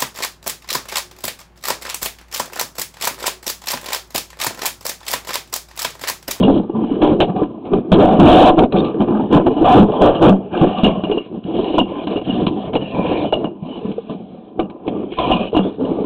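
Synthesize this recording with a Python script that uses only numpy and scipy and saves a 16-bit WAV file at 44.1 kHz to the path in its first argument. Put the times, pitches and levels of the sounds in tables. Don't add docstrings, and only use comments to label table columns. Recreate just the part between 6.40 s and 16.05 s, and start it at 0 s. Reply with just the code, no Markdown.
import sys
import numpy as np
from scipy import signal
from scipy.io import wavfile
from scipy.ndimage import uniform_filter1d

SR = 44100
rng = np.random.default_rng(int(sys.argv[2]) if len(sys.argv) > 2 else 0)


def output_pcm(signal):
    pcm = np.clip(np.atleast_2d(signal).T, -1, 1) * 32767
    wavfile.write(sys.argv[1], SR, np.round(pcm).astype(np.int16))


def gain_from_db(level_db):
    decades = np.asarray(level_db, float) / 20
    return 10 ** decades


N = 425565
STEP = 40


def rms_one(x):
    return x / np.sqrt(np.mean(x ** 2) + 1e-20)


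def drift(rate_hz):
    r = np.exp(-2 * np.pi * STEP * rate_hz / SR)
    noise = rng.standard_normal(N // STEP + 2002)
    return rms_one(signal.lfilter([1], [1, -2 * r, r * r], noise)[2000:])


def fill_in(slow, count):
    return np.interp(np.arange(count) / STEP, np.arange(len(slow)), slow)


def butter(x, hz, kind, order=2):
    return signal.sosfilt(signal.butter(order, hz, kind, fs=SR, output="sos"), x)


def resonate(x, hz, width_hz):
    r = np.exp(-np.pi * width_hz / SR)
    return signal.lfilter([(1 - r * r) / 2, 0, (r * r - 1) / 2],
                          [1, -2 * r * np.cos(2 * np.pi * hz / SR), r * r], x)


def strokes(rows, rest_db, bite_db_per_s, ease_db_per_s):
    t = np.arange(0, N + STEP, STEP) / SR
    power = gain_from_db(2 * np.interp(t, np.arange(N) / SR, rest_db))
    for s, length, force_db in rows:
        before, after = np.maximum(s - t, 0), np.maximum(t - s - length, 0)
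        fall_db = bite_db_per_s * before + ease_db_per_s * after
        power += gain_from_db(2 * (force_db - fall_db))
    return np.interp(np.arange(N) / SR, t, 10 * np.log10(power))


def scrape(modes, count, spread_db, lumpy_db, wander_db, slips):
    out = np.zeros(N)
    for hz, width_hz, level_db in modes:
        at = rng.integers(0, N, count)
        size_db = spread_db * np.minimum(rng.exponential(1, count), 5)
        size_db += (lumpy_db * slips + wander_db * np.tanh(drift(3.06)))[at // STEP]
        grains = np.bincount(at, gain_from_db(size_db) * rng.choice([-1, 1], count), N)
        ringing = resonate(grains + 1e-18, hz, width_hz)
        out += gain_from_db(level_db) * rms_one(resonate(ringing, hz, 5.14 * width_hz))
    return rms_one(out * uniform_filter1d(out ** 2, SR // 16) ** -.25)


def blows():
    # start in seconds, peak in dB, body pitch in Hz,
    # crack over peak in dB, iron ring over peak in dB.
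    clangs = [(0.027, -3, 344, -20, -13), (3.75, -18.5, 274, -8, -10.5), (4.434, 8, 202, -18.5, -14.5),
              (4.508, -21, 353, -27, -28), (4.637, -9, 318, -15, -16), (4.714, -4, 420, -20, -19),
              (4.773, -7, 420, -25, -16), (5.381, 0.5, 984, -14, -9), (5.67, -9.5, 292, -11, -25),
              (5.758, -6.5, 304, -29, -19.5), (5.814, -16, 320, -18, -33), (5.894, -5.5, 261, -32, -16.5),
              (6.353, -5, 311, -8.5, -16.5), (6.713, -8, 303, -27, -20), (6.925, 1, 620, -32, -17),
              (7.043, -7, 312, -27, -21.5), (7.281, -23, 285, -47, -27), (7.452, -10, 206, -47, -35.5),
              (8.72, -17.5, 363, -21, -21), (8.915, -3, 312, -8, -12), (9.148, -3, 315, -29, -17.5),
              (9.166, 5, 301, -18, -22.5)]
    # start in seconds, peak in dB, body pitch in Hz,
    # time to fall 60 dB in seconds.
    thuds = [(.078, 4.5, 278, 0.15), (0.2, -12, 292, 0.042), (.296, -0.5, 333, 0.031),
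             (.351, -11, 220.8, 0.43), (.44, 0.5, 246, 0.042), (0.512, -1, 277, 0.073),
             (.728, -1.5, 378, .038), (0.895, -4.5, 187, 0.092), (.96, -5, 189, 0.079),
             (1.015, -1, 304, 0.091), (1.689, -17, 720, 0.19), (2.543, -3, 447, 0.035),
             (2.719, -10, 212.7, 0.43), (3.166, -5.5, 302, 0.049), (3.21, 2.5, 326, 0.12),
             (3.895, 4.5, 192.9, 0.21), (4.243, 3, 377, 0.043), (4.912, -28, 377, 0.099),
             (5.383, -1.5, 303, 0.032), (7.224, -10.5, 174, 0.055), (7.58, -5, 460, 0.046),
             (7.749, -18, 184, 0.09), (8.258, -17, 306, 0.052), (8.549, -17.5, 293.5, 0.25),
             (8.898, -9.5, 237, 0.048), (9.129, -2.5, 447, 0.042), (9.19, -2.5, 193.3, 0.13),
             (9.415, -14, 266, 0.21)]
    # start in seconds, peak in dB, body pitch in Hz,
    # crack over peak in dB, time to fall 60 dB in seconds.
    hard_knocks = [(.616, -2, 302.2, -18, 0.29), (0.803, 2.5, 331.4, -2.5, 0.084),
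                   (1.252, -29, 280, -13, 0.14), (1.334, 8.5, 394, -30, 0.04),
                   (1.518, 16.5, 186.4, -16, 0.081), (1.603, -2.5, 615, -12.5, 0.19),
                   (1.796, 35, 191.3, -26, 0.03), (1.85, 8.5, 322, -35, 0.16), (2.17, -3, 352.5, -49, 0.17),
                   (2.189, 11.5, 186, -9.5, 0.024), (2.236, 4.5, 245, -22, 0.052),
                   (2.323, -14.5, 740, -2, 0.032), (2.342, -2, 196, -32, 0.1),
                   (2.361, -10.5, 342, -11.5, 0.15), (2.445, -14, 235, -13, 0.18),
                   (2.604, -1.5, 215, -21, 0.084), (2.928, 4.5, 297, -35, 0.23),
                   (3.066, 4.5, 344, -27, 0.037), (3.395, 10.5, 209, -49, 0.15),
                   (3.615, -1.5, 303.5, -38, 0.26), (3.83, -0.5, 321, -36, 0.18)]
    # start in seconds, peak in dB, body pitch in Hz,
    # crack over peak in dB.
    raps = [(4.214, 5.5, 168.6, -27), (4.697, -6, 400, -30), (5.05, -13, 186, -41), (5.19, -1.5, 366, -34),
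            (5.413, -3.5, 240, -53), (5.97, -26, 335, -16), (6.068, -2.5, 192, -8), (6.335, -13, 724, -11),
            (6.422, -14, 310, -36), (7.696, -16.5, 232, -25), (8.193, -2, 339, -15),
            (8.298, -23.5, 185, -11.5), (8.448, -26, 250, -28), (8.478, -8, 310, -14),
            (8.785, -6, 1040, -11), (7.515, -33, 297, -3), (9.64, -22, 348, -23)]
    padded_s, bare_s = .0034, .0011
    return ([(s, db, hz, -49, -50.5, t60, padded_s) for s, db, hz, t60 in thuds]
            + [(s, db, hz, crack, -52.5, t60, padded_s) for s, db, hz, crack, t60 in hard_knocks]
            + [(s, db, hz, crack, -40, 0.052, bare_s) for s, db, hz, crack in raps]
            + [(s, db, hz, crack, ring, 0.055, bare_s) for s, db, hz, crack, ring in clangs])


def jolts():
    out, t = np.zeros((2, N + SR)), np.arange(SR // 4) / SR
    for s, peak_db, _, crack_db, _, t60, _ in blows():
        dying = gain_from_db(peak_db - 60 * (t / max(t60, .01)) ** 1.19) * (1 - np.exp(-t / 0.0008))
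        at = round(s * SR)
        out[:, at:at + len(t)] += dying * gain_from_db([[0.41 * crack_db - 3.0], [crack_db + 0.5]])
    return out[:, :N]


def cable():
    # pitch in Hz, width in Hz, level in dB.
    drag_modes = [(116, 93, -6), (194.3, 46.3, 3.5), (245, 61.3, -1), (320.5, 62.3, 5.5), (430.3, 43, -2)]
    grind_modes = [(493.7, 125, 2.5), (625, 97, 2.5), (740, 46.5, 1), (848, 99, -5), (1010, 39, -5),
                   (1169, 54, -8), (1240, 330, -15), (1640, 480, -12)]
    rasp_modes = [(1550, 300, -9.5), (1830, 200, -3.5), (2180, 250, 0), (2400, 170, -3), (2700, 270, -7),
                  (2900, 150, -4), (3200, 250, -5), (3550, 500, -9), (4000, 300, -4)]
    # start in seconds, length in seconds, force in dB, grit (grind over drag) in dB.
    shoves = [(0, 0.19, -11, -14), (0.35, 0.39, -19, -12.5), (0.616, 0.11, -12.5, -8),
              (0.805, 0.03, -10.5, -13), (0.875, 0.033, -24.5, -2), (0.968, 0.056, -15, -7),
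              (1.249, .06, -30, -1), (1.327, 0.053, -15, -6.5), (1.531, 0.071, -7.5, -13.5),
              (1.602, 0.17, -13.5, -1.2), (1.801, 0.1, -3, -15.5), (1.87, .22, -7, 4),
              (2.179, 0.048, -9, -5.5), (2.338, 0.098, -13.5, -7), (2.448, 0.058, -30.5, 1.5),
              (2.604, 0.033, -12, -8), (2.678, 0.15, -16.5, -5), (2.929, 0.034, -7, -1.5),
              (2.998, 0.019, -14, -14), (3.074, 0.012, -11.5, -8.5), (3.174, 0.071, -19, -4),
              (3.253, .08, -14.5, 7), (3.346, 0.06, -2, -9.5), (3.461, 0.11, -18.5, -6),
              (3.527, 0.06, -20.5, 3.5), (3.617, 0.081, -10, 2), (3.723, 0.088, -18, -2),
              (3.827, 0.064, -6, -0.5), (3.898, 0.057, -18.5, -18)]
    prods = [(4.136, 0.12, -19, -2.5), (4.226, 0.01, -8.5, -10.5), (4.272, 0.24, -29, 7.5),
             (4.444, 0.026, -10.5, -8), (4.515, 0.11, -23, -6.5), (4.65, 0.13, -25, -4),
             (4.926, 0.056, -24.5, -16), (5.069, 0.14, -23.5, -7), (5.15, 0.27, -20, -3.5),
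             (5.388, 0.022, -19.5, -31), (5.481, 0.16, -26, -3), (5.702, 0.075, -18.5, -5),
             (5.877, 0.15, -20, -5.5), (5.99, 0.16, -19, -13.5), (6.172, 0.11, -25.5, -3.5),
             (6.342, 0.027, -17, -10.5), (6.413, 0.15, -29, -5), (6.544, 0.32, -20, -2),
             (6.94, 0.014, -19, -3), (6.975, 0.091, -24.5, -4.5), (7.259, 0.14, -27, -6.5),
             (7.437, 0.084, -25, -13), (7.702, 0.034, -27.5, -8), (8.202, 0.008, -19.5, -5.5),
             (8.468, 0.16, -21, -12.5), (8.795, 0.076, -21.5, 5), (8.878, 0.088, -15, -3),
             (8.994, 0.064, -22.5, -1.5), (9.14, 0.14, -20, -6), (9.401, 0.3, -18, -10)]
    # start in seconds, length in seconds, level in dB.
    skims = [(.43, 0.15, -50), (2.36, 0.042, -42), (2.445, 0.021, -47), (2.322, 0.013, -48),
             (3.1, 0.12, -48), (4.15, 0.08, -49), (4.46, 0.02, -29.5), (4.72, 0.14, -47), (5.04, .1, -56),
             (5.25, .12, -37.5), (5.85, 0.13, -41), (6.22, 0.055, -47), (6.41, 0.12, -41.5),
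             (6.66, 0.16, -34), (7.23, 0.16, -54.5), (7.91, 0.18, -60), (8.72, 0.076, -39.5),
             (8.93, .14, -40), (9.22, 0.14, -51.5), (9.45, 0.24, -47.5)]
    # time in seconds, resting weight in dB,
    # roughness of the rust (rasp over grind) in dB.
    contact = [(0, -20.5, -12.5), (.3, -31.5, -21.5), (1.0, -31.5, -25), (1.5, -30.5, -23),
               (2.0, -22.5, -19), (2.3, -30.5, -31), (3.0, -19, -20.5), (3.9, -30.5, -25.5),
               (4.2, -28.5, -14), (4.9, -33.5, -18), (5.5, -43, -14.5), (6.2, -44.5, -15),
               (6.8, -31.5, -17.5), (7.15, -35.5, -20.5), (7.6, -35.5, -8.5), (8.2, -35, -26),
               (8.8, -31.5, -13.5), (9.65, -38.5, -24)]

    s, weight_db, rough_db = np.transpose(contact)
    rest_db, rust_db = [np.interp(np.arange(N) / SR, s, column) for column in (weight_db, rough_db)]
    pushes = [*shoves, *prods]
    gritty = [(s, length, db + grit) for s, length, db, grit in pushes]
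    drag_db = strokes([row[:-1] for row in pushes], rest_db, bite_db_per_s=494.5, ease_db_per_s=219)
    grind_db = strokes(gritty, rest_db - 8, bite_db_per_s=802, ease_db_per_s=349.5)
    rasp_db = strokes(skims, grind_db + rust_db + 0.5, bite_db_per_s=802, ease_db_per_s=349.5)
    extra_db = 0.88 * np.maximum(np.maximum(drag_db, grind_db) + 12.5, 0)

    slips = drift(15)
    dull_jolt, bright_jolt = jolts()
    drag = scrape(drag_modes, count=4000, spread_db=2.0, lumpy_db=3.0, wander_db=7.0, slips=slips)
    grind = scrape(grind_modes, count=8000, spread_db=4.0, lumpy_db=1.5, wander_db=7, slips=slips)
    rasp = scrape(rasp_modes, count=15000, spread_db=1.5, lumpy_db=1.0, wander_db=6, slips=slips)
    rumble = rms_one(butter(rng.standard_normal(N), [20, 120], "band"))
    return (gain_from_db(drag_db + extra_db) * (drag + gain_from_db(-34.5) * rumble)
            + (gain_from_db(grind_db + extra_db) + dull_jolt) * grind
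            + (gain_from_db(rasp_db + extra_db + 7.0) + bright_jolt) * (rasp + gain_from_db(-13.5) * rumble))


def hiss():
    return gain_from_db(-65.5) * rng.standard_normal(N)


def slaps(under):
    # time of the peak in seconds,
    # peak in dB, length of the swing in seconds.
    swings = [(0, -15, .003), (9.65, -14, .003), (.02, -8, .003), (1.0212, -2, 0.0027),
              (2.6106, -2.5, 0.0034), (6.0741, -3.5, 0.0039), (8.8788, -7, 0.0036), (.807, 8.5, 0.0018),
              (.829, 3.5, .0016), (3.0, 3.5, 0.002), (3.084, 2, 0.0021), (.0815, 1, .0018),
              (0.101, 3, .0018), (0.648, 5, .0016), (.677, 4, .0016), (2.2205, 1, .0016), (3.073, 4, .0016),
              (3.23, 0, .002), (5.3852, 6, 0.0012), (5.388, 5, .0014), (6.36, .5, 0.0018), (4.468, 6, .002),
              (4.245, 5, .002), (.813, 6, .0016), (2.237, 6, .0016), (2.241, 4, .0016), (2.105, 6, .0016),
              (3.246, 5, .0016), (2.981, 5, .0016), (1.645, 5, .0016), (1.69, 5, .0016), (.628, 6, .0016),
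              (6.9294, 4.5, .0016), (8.9062, 2.5, 0.0016), (8.9177, 5, .0016), (9.167, 10.5, .0014),
              (9.17, 5, 0.0019), (9.193, 4, .002)]
    out = under.copy()
    for s, peak_db, length in swings:
        first = max(round((s - .75 * length) * SR), 0)
        last = min(round((s + .75 * length) * SR), N)
        turn = 2 * np.pi * (np.arange(first, last) / SR - s) / length
        swing = gain_from_db(peak_db) * np.cos(turn)
        out[first:last] += np.cos(turn / 3) * (swing - under[first:last])
    return out


def knocks():
    # pitch in Hz, level in dB,
    # time to fall 60 dB in seconds.
    iron_cluster = [(2826, -4, .2), (2852, -15, .2), (2888, -1, .1), (2960, -3, .05)]
    iron_modes = [(2720, 4, 0.019), (2800, -14, 0.052), (2400, -2, 0.029), (1054, 0.5, 0.067),
                  (110, 2.5, 0.35)]
    modes, contacts = [*iron_cluster, *iron_modes], blows()
    out, t = np.zeros(N + SR), np.arange(SR // 4) / SR
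    chance = rng.standard_normal((len(contacts), len(modes)))
    rubbing = .9 * fill_in(drift(45), N + SR)
    grip = gain_from_db(-7.5) + np.exp(-(t / .025) ** 2)
    for (s, peak_db, hz, _, ring_db, t60, rise_s), draw in zip(contacts, chance):
        at = round(s * SR)
        hit = np.sin(2 * np.pi * hz * t) * gain_from_db(-60 * (t / max(t60, .01)) ** 1.18)
        hit *= 1 - np.exp(-t / rise_s)
        for (mode_hz, mode_db, mode_t60), luck in zip(modes, draw):
            swell = np.exp(-np.log(1000) * t / mode_t60) * (1 - np.exp(-(t * mode_hz / 30) ** 2))
            phase = 2 * np.pi * mode_hz * t + 3 * luck + rubbing[at:at + len(t)]
            hit += gain_from_db(ring_db + mode_db + 9.5 + 0.8 * luck) * swell * grip * np.sin(phase)
        out[at:at + len(t)] += gain_from_db(peak_db - 0.5) * hit
    return out[:N]


def ticks():
    # start in seconds, peak in dB, low snap over peak in dB.
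    flakes = [(0.8166, -13, 0), (0.9625, -26, 10), (1.0197, -40.5, 0), (1.5983, -18, 1), (1.8706, -18, 1),
              (1.9006, -9, 4), (2.163, -27, 4), (2.444, -22, 8), (2.5494, -32, -0.5), (2.914, -20, 0.5),
              (3.064, -16, 8), (3.2435, -18.5, 3), (3.6386, -14, 3.5), (3.7653, -16, 0.5),
              (4.0412, -48, 2.5), (4.177, -17, 6), (4.3848, -13, 2), (4.454, -4, -9), (4.4952, -26, 0),
              (4.6375, -22, 8), (4.697, -24, 12), (4.7145, -16, 6), (6.0665, -6, -3), (6.069, -7, -3),
              (4.213, -14, 8), (4.435, -14, 8), (7.516, -30, 3), (3.52, -22, 2), (6.354, -18, 4),
              (.177, -22, 3), (8.481, -22, 0), (4.775, -22, -5), (4.7862, -24, 3), (5.041, -26, 0),
              (5.225, -28, -2), (5.2445, -17, 2), (5.457, -30, -5.5), (5.6795, -23, 8), (5.7663, -25, -10),
              (5.8147, -28, -2.5), (6.333, -22, 2), (6.6428, -28, -11), (6.6832, -30, 2), (6.9247, -13, 4),
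              (6.9407, -12, 4), (7.044, -20, 12), (7.5794, -46, 0), (8.1967, -18.5, 3), (8.4694, -27.5, 5),
              (8.737, -25.5, 10.5), (8.7859, -21, 4), (8.9126, -9, 3), (9.0473, -26, -4), (9.1215, -32, 2),
              (9.1586, -17, 0), (9.175, -6.5, -7), (9.4519, -25, 2)]
    # pitch in Hz, level in dB, time to fall 60 dB in seconds.
    flake_modes = [(1060, -0.5, 0.014), (1590, -7, 0.0074), (1850, -6, 0.0065), (2400, -4, .015),
                   (2900, 0.5, .025), (3300, -6, .012), (3900, -2.5, 0.011)]
    out = np.zeros(N)
    s, peak_db, low_db = np.transpose(flakes)
    luck = rng.standard_normal((len(s), len(flake_modes)))
    for (hz, level_db, t60), draw in zip(flake_modes, luck.T):
        clicks = np.zeros(N)
        click_db = peak_db + level_db - 6 + low_db * (hz < 2000) + 2.6 * draw
        clicks[(s * SR).astype(int)] = gain_from_db(click_db) * np.sign(draw)
        r, w = gain_from_db(-60 / (max(t60, .003) * SR)), 2 * np.pi * hz / SR
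        out += signal.lfilter([0, np.sin(w)], [1, -2 * r * np.cos(w), r * r], clicks + 1e-18)
    return out


def singing():
    # start in seconds, end in seconds, starting pitch in Hz, final pitch in Hz, level in dB.
    songs = [(1.617, 1.77, 750, 745, -6), (2.68, 2.82, 1250, 1250, -30), (2.68, 2.82, 1600, 1600, -36),
             (3.1, 3.2, 2900, 2950, -46), (.43, .6, 3000, 3000, -51), (4.55, 4.63, 2900, 2900, -48),
             (4.45, 4.62, 1100, 1050, -30), (4.638, 4.66, 1050, 1000, -20), (6.82, 6.92, 2900, 2880, -41),
             (3.75, 3.79, 2900, 2850, -38), (1.936, 2.154, 740, 747, -9), (3.263, 3.42, 740, 723, -7),
             (3.614, 3.713, 702.4, 740, -9), (4.108, 4.234, 1620, 1560, -31.5),
             (4.13, 4.2, 1300, 1240, -32), (7.43, 7.53, 1750, 1750, -46), (8.2, 8.265, 2850, 2800, -53),
             (7.24, 7.423, 3050, 2940, -50.5), (5.465, 5.623, 1020, 1055, -30.5),
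             (6.389, 6.562, 2980, 2545, -41), (6.508, 6.865, 1010, 980, -26),
             (8.771, 8.99, 1010, 1000, -17.5), (9.196, 9.305, 3200, 3550, -46),
             (2.357, 2.424, 3735, 3710, -37), (4.117, 4.21, 2400, 2410, -43.5),
             (4.25, 4.36, 1800, 1840, -39), (4.48, 4.565, 2420, 2400, -43), (5.334, 5.388, 2400, 2400, -39),
             (5.554, 5.647, 2470, 2360, -42), (6.62, 6.79, 1850, 1850, -37),
             (6.499, 6.903, 2400, 2360, -34.5), (8.76, 9.089, 2364, 2515, -30.5),
             (8.984, 9.117, 2890, 2920, -44), (9.27, 9.35, 2910, 2900, -57)]
    out, t = np.zeros(N), np.arange(N) / SR
    waver, flutter = fill_in(drift(32), N), fill_in(drift(90), N)
    for start, end, start_hz, end_hz, level_db in songs:
        part = slice(round(start * SR), round(end * SR))
        along = (t[part] - start) / (end - start)
        hz = (start_hz + (end_hz - start_hz) * along) * (1 + .015 * waver[part])
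        swell = np.sqrt(np.abs(np.sin(np.pi * along)))
        grip = 1 + flutter[part] * (start_hz - 600) / 600
        out[part] += gain_from_db(level_db) * swell * grip * np.sin(2 * np.pi * np.cumsum(hz) / SR)
    return out


def scene():
    return slaps(cable() + hiss() + knocks() + ticks() + singing())[None]


def low_pass(x):
    return signal.sosfilt(signal.butter(12, 15850, fs=SR, output="sos"), x)


def record(dry):
    rail_low, rail_high, converter_top, output_top = .44, .95, .71, .712
    edge = 441
    x = np.pad(dry, [(0, 0), (edge, edge)], "reflect")
    x = np.where(x < 0, rail_low * np.tanh(x / rail_low), np.minimum(x, rail_high))
    x = butter(x, 11, "high", order=1)
    x = signal.resample_poly(x, 80, 441, axis=1)
    x = np.clip(x, -converter_top, converter_top)
    x = .525 * x + .475 * np.roll(x, 2, axis=1)
    x = signal.resample_poly(x, 441, 80, axis=1, window=("kaiser", 7.5))
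    x = signal.sosfiltfilt(signal.butter(4, 3900, fs=SR, output="sos"), x)
    x = np.clip(x, -output_top, output_top)[:, edge:edge + N]
    return low_pass(x)


dry = scene()
out = record(dry)
output_pcm(out)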